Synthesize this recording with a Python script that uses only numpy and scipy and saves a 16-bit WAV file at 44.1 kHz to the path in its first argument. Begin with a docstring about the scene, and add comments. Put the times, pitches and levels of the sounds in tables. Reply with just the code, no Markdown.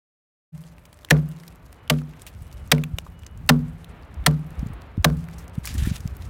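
"""A stone adze is driven into a long log on open ground: each blow crushes fibres, knocks and rings the trunk.
Chips and twigs tick as short noise bursts; shavings rustle as crackles over hiss, also under a dragging bare foot.
Wind rumbles and buffets the microphone; far traffic is a smooth noise roar with faint wavering tones.
After half a second of silence the sound opens on the ring of an earlier blow.
Levels are those of the single layers, before the final gain and rounding."""
import sys
import numpy as np
from scipy import signal
from scipy.fft import rfft, irfft, next_fast_len
from scipy.io import wavfile
from scipy.ndimage import uniform_filter1d

SR = 44100
rng = np.random.default_rng(int(sys.argv[2]) if len(sys.argv) > 2 else 0)


def wav_out(sig):
    """Save sig, one row per channel (or a flat mono array), as 16-bit PCM at SR to the path in sys.argv[1]."""
    wavfile.write(sys.argv[1], SR, np.round(np.clip(np.atleast_2d(sig).T, -1, 1) * 32767).astype(np.int16))


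N = 277389  # samples, about 6.3 s
TIME = np.arange(N) / SR
OPEN_S, OPEN_FADE_S = 0.521, 0.033  # silence first, then a fade in


def undb(db):
    """Turn dB into an amplitude factor."""
    return 10 ** (np.asarray(db) / 20)


def unit(x):
    """Scale to rms 1."""
    return x / np.sqrt(np.mean(x ** 2))


def unit_peak(x):
    """Scale to peak 1."""
    return x / np.abs(x).max()


def colour(x, points):
    """Shape a sound by a spectrum of (f/Hz, level/dB) points; outside them it is cut by 60 dB."""
    hz, db = np.transpose(points)
    n = next_fast_len(len(x), True)
    f = np.maximum(np.arange(n // 2 + 1) * SR / n, 1)
    gain = undb(np.interp(np.log(f), np.log(hz), db, left=-60, right=-60))
    return irfft(rfft(x, n) * gain, n)[:len(x)]


def walk(rate):
    """Random levels held 1 / rate s and smoothed twice; their spread is near 1."""
    k = int(SR / rate)
    steps = np.repeat(rng.standard_normal(N // k + 1), k)[:N]
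    return 1.5 * uniform_filter1d(uniform_filter1d(steps, k), k)


def curve(points):
    """Read a (t/s, value) table at every sample."""
    return np.interp(TIME, *np.transpose(points))


def add(out, s, x):
    """Mix x into out from time s."""
    i = int(s * SR)
    out[i:i + len(x)] += x[:N - i]


# Blows: t/s, crush level/dB, crush time/s, dullness f/Hz as the edge stops, trunk ring level/dB,
# upper ring level/dB against the trunk, knock level/dB, bright snaps level/dB against the crush,
# change of the second trunk mode level/dB, favoured knock f/Hz
ADZE_BLOWS = [(1.1060, -10, 0.0075, 1920, -7, -12.5, -19.5, -3.5, 0, 330),
              (1.8984, -18, 0.0061, 2140, -12.5, -3, -26.5, 4.5, -6.5, 700),
              (2.7156, -15.5, 0.0089, 2190, -11, -9, -26, 5.5, 0.5, 520),
              (3.4900, -13, 0.01, 1350, -9.5, -3.5, -22.5, 2, 1.5, 1050),
              (4.2620, -18, 0.00797, 1594, -9.5, -9.5, -24.5, 8, 0.5, 1400),
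              (5.0442, -13, 0.0048, 1530, -12, -4.5, -24, 2.5, 7, 640)]
# Bending modes of the trunk, with a close pair that beats: f/Hz, level/dB, time to fade 60 dB t/s
TRUNK_MODES = [(150.5, 0, .46), (167.7, -15, .88), (66.3, -14, .46), (157, -13, .25), (196, -9, .09)]
# Higher trunk modes, strong or weak from blow to blow: f/Hz, level/dB, time to fade 60 dB t/s
UPPER_MODES = [(241.5, 0.5, .37), (274.5, -12.5, 0.46)]
# Short knock of haft and wood: f/Hz, level/dB, time to fade 60 dB t/s
KNOCK_MODES = [(297.3, -1.5, 0.063), (344, -14.5, 0.32), (381, -13.5, 0.047), (433.7, -6, 0.23),
               (465.6, -0.5, 0.078), (514, 0, 0.072), (563.3, -10.5, 0.2), (608.6, -0.5, 0.084),
               (705, 2.5, 0.048), (767, -11.5, 0.082), (757, -14, 0.094), (824, -8.5, 0.06),
               (910, -10, 0.09), (1004, 0.5, 0.057), (1070, -10, .05), (1154, -13.5, 0.14),
               (1340, 0, 0.021), (1779, 14, 0.018)]
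EARLIER_BLOW_S, EARLIER_BLOW_DB = .342, -7
SHOVE_S, SWELL_S = .0025, 0.021  # length of the push on the trunk, and of the swell of its ring
FAVOUR_DB, FAVOUR_OCTAVES = 6, 0.33  # each blow favours the knock modes near one pitch
KNOCK_SPREAD_DB = 2.5


def adze():
    """Each blow: the crush, a knock of the haft, and a trunk ring that swells in over about 20 ms."""
    out = np.zeros(N)
    shove = np.hanning(int(SHOVE_S * SR))
    add(out, EARLIER_BLOW_S, undb(EARLIER_BLOW_DB) * ring(TRUNK_MODES, shove))
    for (s, crush_db, length, dull_hz, trunk_db, upper_db,
         knock_db, bright_db, beat_db, favour_hz) in ADZE_BLOWS:
        add(out, s, undb(crush_db) * crush(length, dull_hz, bright_db))

        # each blow has its own amount of the second mode of the pair
        trunk = [(hz, db + beat_db * (k == 1), t60) for k, (hz, db, t60) in enumerate(TRUNK_MODES)]
        upper = ring(UPPER_MODES, shove, spread=2.1, detune=0.0026)
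        low = ring(trunk, shove) + undb(upper_db) * upper
        swell = np.clip(np.arange(len(low)) / (SWELL_S * SR), 0, 1) ** 2
        add(out, s, undb(trunk_db) * low * swell)

        knock = []
        for hz, db, t60 in KNOCK_MODES:
            octaves = np.log2(hz / favour_hz)
            knock.append((hz, db + FAVOUR_DB * np.exp(-(octaves / FAVOUR_OCTAVES) ** 2), t60))
        knock_sound = ring(knock, np.ones(8), spread=KNOCK_SPREAD_DB, detune=.015)
        add(out, s + 0.594 * length, undb(knock_db) * knock_sound)
    return out


# Colour of the bright snapping fibres: f/Hz, level/dB (per Hz)
SNAP_SPECTRUM = [(240, -44.5), (400, -14.5), (1730, -6.5), (2360, -6.5), (3640, -5), (7400, -13.5),
                 (9180, -12), (10500, -17.5), (13300, -15.5), (16000, -20)]


def crush(length, dull_hz, bright_db):
    """Fibres snap as the edge sinks in: bright while it is fast, duller as it slows, then a weak rattling tail."""
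    t = np.arange(SR // 5) / SR
    snaps = rng.standard_normal(len(t)) * undb(2.2 * rng.exponential(size=len(t)))
    # the tail comes in uneven bits of 128 samples
    splinters = undb(5.2 * np.repeat(rng.standard_normal(len(t) // 128 + 1), 128)[:len(t)])

    bright = unit(colour(snaps, SNAP_SPECTRUM))
    bright_end = undb(-60 * np.maximum(t - 0.54 * length, 0) / 0.019)
    bright_tail = splinters * undb(-36.5 - 60 * t / 0.25)
    fast = np.sqrt(np.clip(t / (0.22 * length), 0, 1)) * (bright_end + bright_tail)

    dull_spectrum = [(dull_hz / 4, -10), (dull_hz, 0), (dull_hz * 1.38, -12), (dull_hz * 4, -35)]
    dull = unit(colour(snaps, dull_spectrum))
    dull_end = undb(-60 * np.maximum(t - length, 0) / 0.013)
    dull_tail = splinters * undb(-27.0 - 60 * t / 0.2)
    slow = np.clip(t / (1.21 * length), 0, 1) ** 2 * (dull_end + dull_tail)

    # the many close modes of the split wood blur into a hollow rumble
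    hollow = unit(colour(snaps, [(180, -21.5), (300, -1), (520, 2.5), (800, -13), (1600, -16.5)]))
    late = np.clip(t / (5.3 * length), 0, 1) ** 2 * undb(-11.5 - 60 * t / 0.23)
    return undb(bright_db) * bright * fast + dull * slow + hollow * late


def ring(modes, push, spread=0., detune=0.):
    """A push of area 1 sets fading tones going; each tone's level (dB) and pitch are varied at random."""
    t = np.arange(SR) / SR
    chance = rng.standard_normal((len(modes), 2))
    free = np.zeros(len(t))
    for k, ((hz, db, t60), (louder, higher)) in enumerate(zip(modes, chance)):
        fade = undb(db + spread * louder - 60 * t / t60)
        tone = np.sin(2 * np.pi * hz * (1 + detune * higher) * t)
        free += (-1) ** k * fade * tone  # every other mode starts the opposite way
    return signal.fftconvolve(free, push / np.abs(push).sum())


# Chips and twigs, and at 1.103 s a sharp crack at the edge as the first blow lands: t/s, peak level/dB, ring
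# f/Hz, length t/s, treble level/dB
CHIP_TICKS = [(0.783, -40.5, 2670, 0.00082, -13), (0.854, -38.5, 2380, 0.0053, 2),
              (0.929, -38, 3050, 0.0022, -3), (0.99, -42, 5440, 0.00092, -6),
              (1.048, -28.5, 2970, 0.0016, -7), (1.088, -35.5, 2300, 0.0012, -15),
              (1.103, -18, 4000, .0006, 0), (1.13, -28.5, 6000, .0012, 0), (1.289, -40, 8900, 0.0028, 12),
              (1.321, -41, 3000, .0017, 7), (1.4, -41, 4520, .0037, -6), (1.435, -39.5, 2110, 0.0016, -11),
              (1.479, -34.5, 4250, 0.0031, 0), (1.558, -42.5, 8900, 0.00066, 1),
              (1.728, -34, 1700, 0.0015, -5), (1.878, -34.5, 3240, 0.00086, -6),
              (1.938, -35, 3200, .0014, -8), (1.987, -37, 2520, 0.0032, -12),
              (2.017, -38, 1440, 0.0023, -21), (2.136, -43, 2530, 0.0022, -15),
              (2.219, -31, 8940, 0.0025, -8), (2.266, -28.5, 2570, 0.013, -1), (2.527, -39, 4300, 0.003, 0),
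              (2.676, -40, 6500, 0.001, 4), (2.781, -27, 2200, 0.0018, -13),
              (2.838, -20.5, 2670, 0.0017, -11), (2.986, -17, 2920, 0.0011, -14.5),
              (3.065, -35, 1160, 0.006, -22), (3.192, -45.5, 6500, 0.0043, 2),
              (3.234, -39.5, 2830, 0.0029, -13.5), (3.265, -33, 6100, 0.0024, -14),
              (3.375, -43.5, 6900, 0.0024, -1), (3.845, -33.5, 3470, 0.0017, -1),
              (4.241, -41, 3500, 0.0013, -15), (4.284, -36.5, 7000, .0015, 4),
              (4.593, -39.5, 4930, 0.0036, -1), (4.67, -39.5, 7050, 0.0018, -2),
              (4.82, -38, 3570, 0.00097, -6), (5.287, -32, 2200, 0.00098, -15),
              (5.383, -39, 6040, 0.016, -1), (5.48, -39.5, 6000, 0.0014, -1),
              (5.647, -30, 1990, 0.006, -20), (5.655, -20.5, 7500, 0.00057, -5),
              (5.66, -23.5, 5700, 0.0051, 0), (5.674, -17, 2360, 0.0033, 2), (5.741, -31, 5400, 0.0053, 7),
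              (5.781, -24, 6960, .002, -2), (6.005, -37, 6000, 0.0035, -3),
              (6.076, -30.5, 4700, 0.00063, -5), (6.168, -37, 9900, 0.0014, 11),
              (6.222, -36, 4270, 0.0025, -4)]
# fainter ticks fall at random; these are their middle values
FAINT_TICKS, FAINT_DB, FAINT_SPREAD_DB = 80, -49, 3
FAINT_HZ, FAINT_S, FAINT_TREBLE_DB = 5500, .0016, -3
RING_DB = -6  # pure note against the noise of a tick


def chips():
    """Each tick is a short burst of noise, lifted where the chip rings, with some woody body below."""
    out = np.zeros(N)
    t = np.arange(-256, 1792) / SR
    when = rng.uniform(OPEN_S, TIME[-1], FAINT_TICKS)
    size, pitch, span, tilt = rng.standard_normal((FAINT_TICKS, 4)).T
    faint = zip(when,
                FAINT_DB + FAINT_SPREAD_DB * size,
                np.clip(FAINT_HZ * 1.4 ** pitch, 1000, 10000),
                FAINT_S * 2.1 ** span,
                FAINT_TREBLE_DB + 5 * tilt)
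    for s, db, hz, length, treble_db in list(CHIP_TICKS) + list(faint):
        # a quick rise before t = 0, then the fade
        shape = np.exp(-np.abs(t) / np.where(t < 0, .0003, max(length, .0003)))
        burst = rng.standard_normal(len(t)) * shape
        tick = colour(burst, [(hz / 9, -22), (hz / 5, -11), (hz / 1.3, -5), (hz, 0),
                              (hz * 1.6, treble_db - 4), (16500, treble_db - 7.5)])
        note_fade = np.exp(-np.abs(t) / min(length, 4 / hz))
        note = (t > 0) * np.sin(2 * np.pi * hz * t) * note_fade
        add(out, s + t[0], undb(db) * unit_peak(unit_peak(tick) + undb(RING_DB) * note))
    return out


# Colour of the dry shavings: f/Hz, level/dB (per Hz)
RUSTLE_SPECTRUM = [(470, -41.5), (800, -18.5), (1750, -2.5), (1920, -2.5), (2630, -1), (3800, -2),
                   (13800, -4.5), (15900, -12), (16500, -44.5)]
# Edges of the bands that flicker alone: f/Hz
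RUSTLE_EDGES = [400, 2000, 4000, 7500, 11000, 17000]
GRAIN_DB, BIGGEST_GRAIN_DB = 4, 14  # mean boost of a crackle and its limit
DRAG_TILT_DB = -2.5  # per band, for the heaviest stirring
RUSTLE_FLICKER_DB = 2.5


def shavings(db):
    """Dry shavings shift: small crackles over a soft hiss, denser and duller when a foot drags through them."""
    heavy = np.interp(db, [-62, -46], [0, 1])
    rate = 500 + 2000 * heavy  # crackles per s
    grains = undb(np.minimum(GRAIN_DB * rng.exponential(size=N), BIGGEST_GRAIN_DB))
    crackle = (rng.random(N) < rate / SR) * grains * rng.standard_normal(N) / np.sqrt(rate)
    whole = colour(unit(crackle) + 1.3 * rng.standard_normal(N), RUSTLE_SPECTRUM)
    rustle = np.zeros(N)
    for k, (lo, hi) in enumerate(zip(RUSTLE_EDGES, RUSTLE_EDGES[1:])):
        band_db = 1.8 * walk(60) + DRAG_TILT_DB * heavy * (k - 2)
        rustle += colour(whole, [(lo, 0), (hi, 0)]) * undb(band_db)
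    return unit(rustle) * undb(db + RUSTLE_FLICKER_DB * walk(110))


# Shavings stirred by the blows and the foot: start t/s, lasting t/s, level/dB, fading in dB per s
SHAVING_STIRS = [(0.496, 0.22, -65, 4), (0.756, 0.39, -73, -5), (1.09, 0.43, -62.5, 4),
                 (1.62, 0.13, -67.5, 1), (1.896, 0.11, -56.5, 40.5), (2.04, 0.69, -67, 0),
                 (2.719, .4, -66, 3.5), (3.487, 0.44, -65.5, 13.5), (4.248, 0.38, -65, 5.5),
                 (5.029, 0.4, -63, 0.5), (5.523, 0.097, -66, -3), (5.63, 0.13, -47, 0.5),
                 (5.772, 0.18, -42.5, 22.5), (5.928, .04, -49, 1), (5.995, 0.21, -61.5, 13),
                 (6.198, 0.036, -54, 13)]
STILL_DB = -77  # between stirs
STIR_ATTACK_S, STIR_RELEASE_DB_S = .012, 299


def stirring():
    """Level of the rustle in dB: each stir sets in fast, changes slowly while it lasts, then settles."""
    power = undb(STILL_DB) ** 2
    for s, lasts, db, fading_db in SHAVING_STIRS:
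        t = np.maximum(TIME - s, 0)
        onset = np.minimum(t / STIR_ATTACK_S, 1)
        settling_db = STIR_RELEASE_DB_S * np.maximum(t - lasts, 0)
        power = power + (onset * undb(db - fading_db * t - settling_db)) ** 2
    return 10 * np.log10(power)


# Course of the wind rumble, before gusts and vent: t/s, level/dB
WIND_LEVEL = [(.6, -50.5), (1.1, -50), (1.66, -52), (2.3, -47), (2.63, -40.5), (2.85, -38.5), (3.3, -41.5),
              (3.44, -34.5), (3.78, -40), (4.1, -42.5), (4.25, -29), (4.41, -45.5), (4.65, -33.5),
              (4.8, -45), (5.1, -35.5), (5.35, -34.5), (5.58, -46), (5.79, -29), (5.96, -30), (6.14, -40.5),
              (6.25, -37.5)]
# Hard buffets on the microphone, before the vent: t/s, peak level/dB, f/Hz, width in cycles
WIND_BUFFETS = [(2.363, -36, 82, 4.4), (2.419, -25.5, 71.5, 1.2), (2.552, -36, 54, 2),
                (2.942, -16, 75, 1.27), (3.234, -31.5, 82.5, 4.3), (3.37, -31, 57.7, 2),
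                (4.2, -25, 60.5, 6.5), (4.593, -20, 57.5, 1.9), (4.631, -14, 135, 1.14),
                (4.665, -22, 149, 1.6), (4.705, -23.5, 118, 1.1), (4.98, -13.5, 133, 0.9),
                (5, -16.5, 77.5, 3.6), (5.583, -13.5, 131, 1.44), (5.71, -22, 70, 0.56),
                (5.754, -26, 203, 3.2), (5.792, -21, 105, 1.7), (5.824, -11.5, 83, 0.92),
                (5.874, -10, 111, 0.63), (5.917, -11.5, 111, 1.14), (6.058, -13.5, 98, 1.04),
                (6.127, -26.5, 73, 2.4), (6.212, -27, 70, 1.7)]
GUST_DB = 3
VENT_HZ = 43


def wind(db):
    """Turbulent rumble and single hard buffets; the vent of the capsule bleeds off the slowest pressure."""
    rumble = colour(rng.standard_normal(N), [(15, -31.0), (35, -3.5), (62, 2.0),
                                             (110, -5.5), (200, -17.5), (400, -35.5)])
    out = unit(rumble) * undb(db + GUST_DB * walk(9.3))
    t = np.arange(-4096, 4096) / SR
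    for s, peak_db, hz, cycles in WIND_BUFFETS:
        turns = hz * t * (1 - 0.21 * np.tanh(t * hz))  # the eddy hits fast and drags out
        hump = np.exp(-(3.38 * t * hz / cycles) ** 2)
        add(out, s + t[0], -undb(peak_db) * np.cos(2 * np.pi * turns) * hump)
    return signal.sosfilt(signal.butter(2, VENT_HZ, "high", fs=SR, output="sos"), out)


# Course of the far roar, before ROAR_GAIN_DB and the swelling: t/s, level/dB
ROAR_LEVEL = [(.6, -64), (1.3, -61), (2.6, -60), (3.4, -61), (3.8, -58), (4.14, -54.5), (4.38, -58.5),
              (4.6, -53.5), (5.1, -58.5), (5.4, -56.5), (6.29, -55)]
# Colour of the roar: f/Hz, level/dB (per Hz)
ROAR_SPECTRUM = [(90, -33), (150, -0.5), (400, -5.5), (1200, -10), (2500, -17.5), (4200, -29),
                 (6000, -46.5), (9000, -63.5)]
# Faint wavering tones far off: start t/s, end t/s, middle f/Hz, middle level/dB
FAR_TONES = [(.5, 1.1, 598, -66), (2.5, 2.637, 591, -62), (1.25, 1.4, 2830, -72), (1.76, 1.92, 2940, -66),
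             (2.42, 2.687, 2940, -68), (3.1, 3.39, 2930, -67)]
ROAR_GAIN_DB = 5  # gain of the whole roar


def traffic(db):
    """A smooth far roar that swells, with faint tones wavering in pitch and level."""
    roar = unit(colour(rng.standard_normal(N), ROAR_SPECTRUM))
    out = roar * undb(db + ROAR_GAIN_DB + walk(10))
    for start, end, hz, tone_db in FAR_TONES:
        on = np.clip(np.minimum(TIME - start, end - TIME) / 0.04, 0, 1)
        turns = np.cumsum(hz * (1 + .001 * walk(10))) / SR
        out += on * undb(tone_db + walk(20)) * np.sin(2 * np.pi * turns)
    return out


def scene():
    """All sources together, from the adze to the far traffic, in one channel."""
    near = adze() + chips() + shavings(stirring())
    far = wind(curve(WIND_LEVEL)) + traffic(curve(ROAR_LEVEL))
    return (near + far)[None]


GAIN_DB, CEILING, TOP_HZ = 1.5, .92, 16300


def record(dry):
    """A fade opens the sound, the loudest peaks are rounded and the top is cut."""
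    opened = undb(GAIN_DB) * dry * np.clip((TIME - OPEN_S) / OPEN_FADE_S, 0, 1)
    rounded = opened / (1 + (opened / CEILING) ** 4) ** (1 / 4)
    return signal.sosfilt(signal.ellip(8, .2, 70, TOP_HZ, fs=SR, output="sos"), rounded)


dry = scene()
out = record(dry)
wav_out(out)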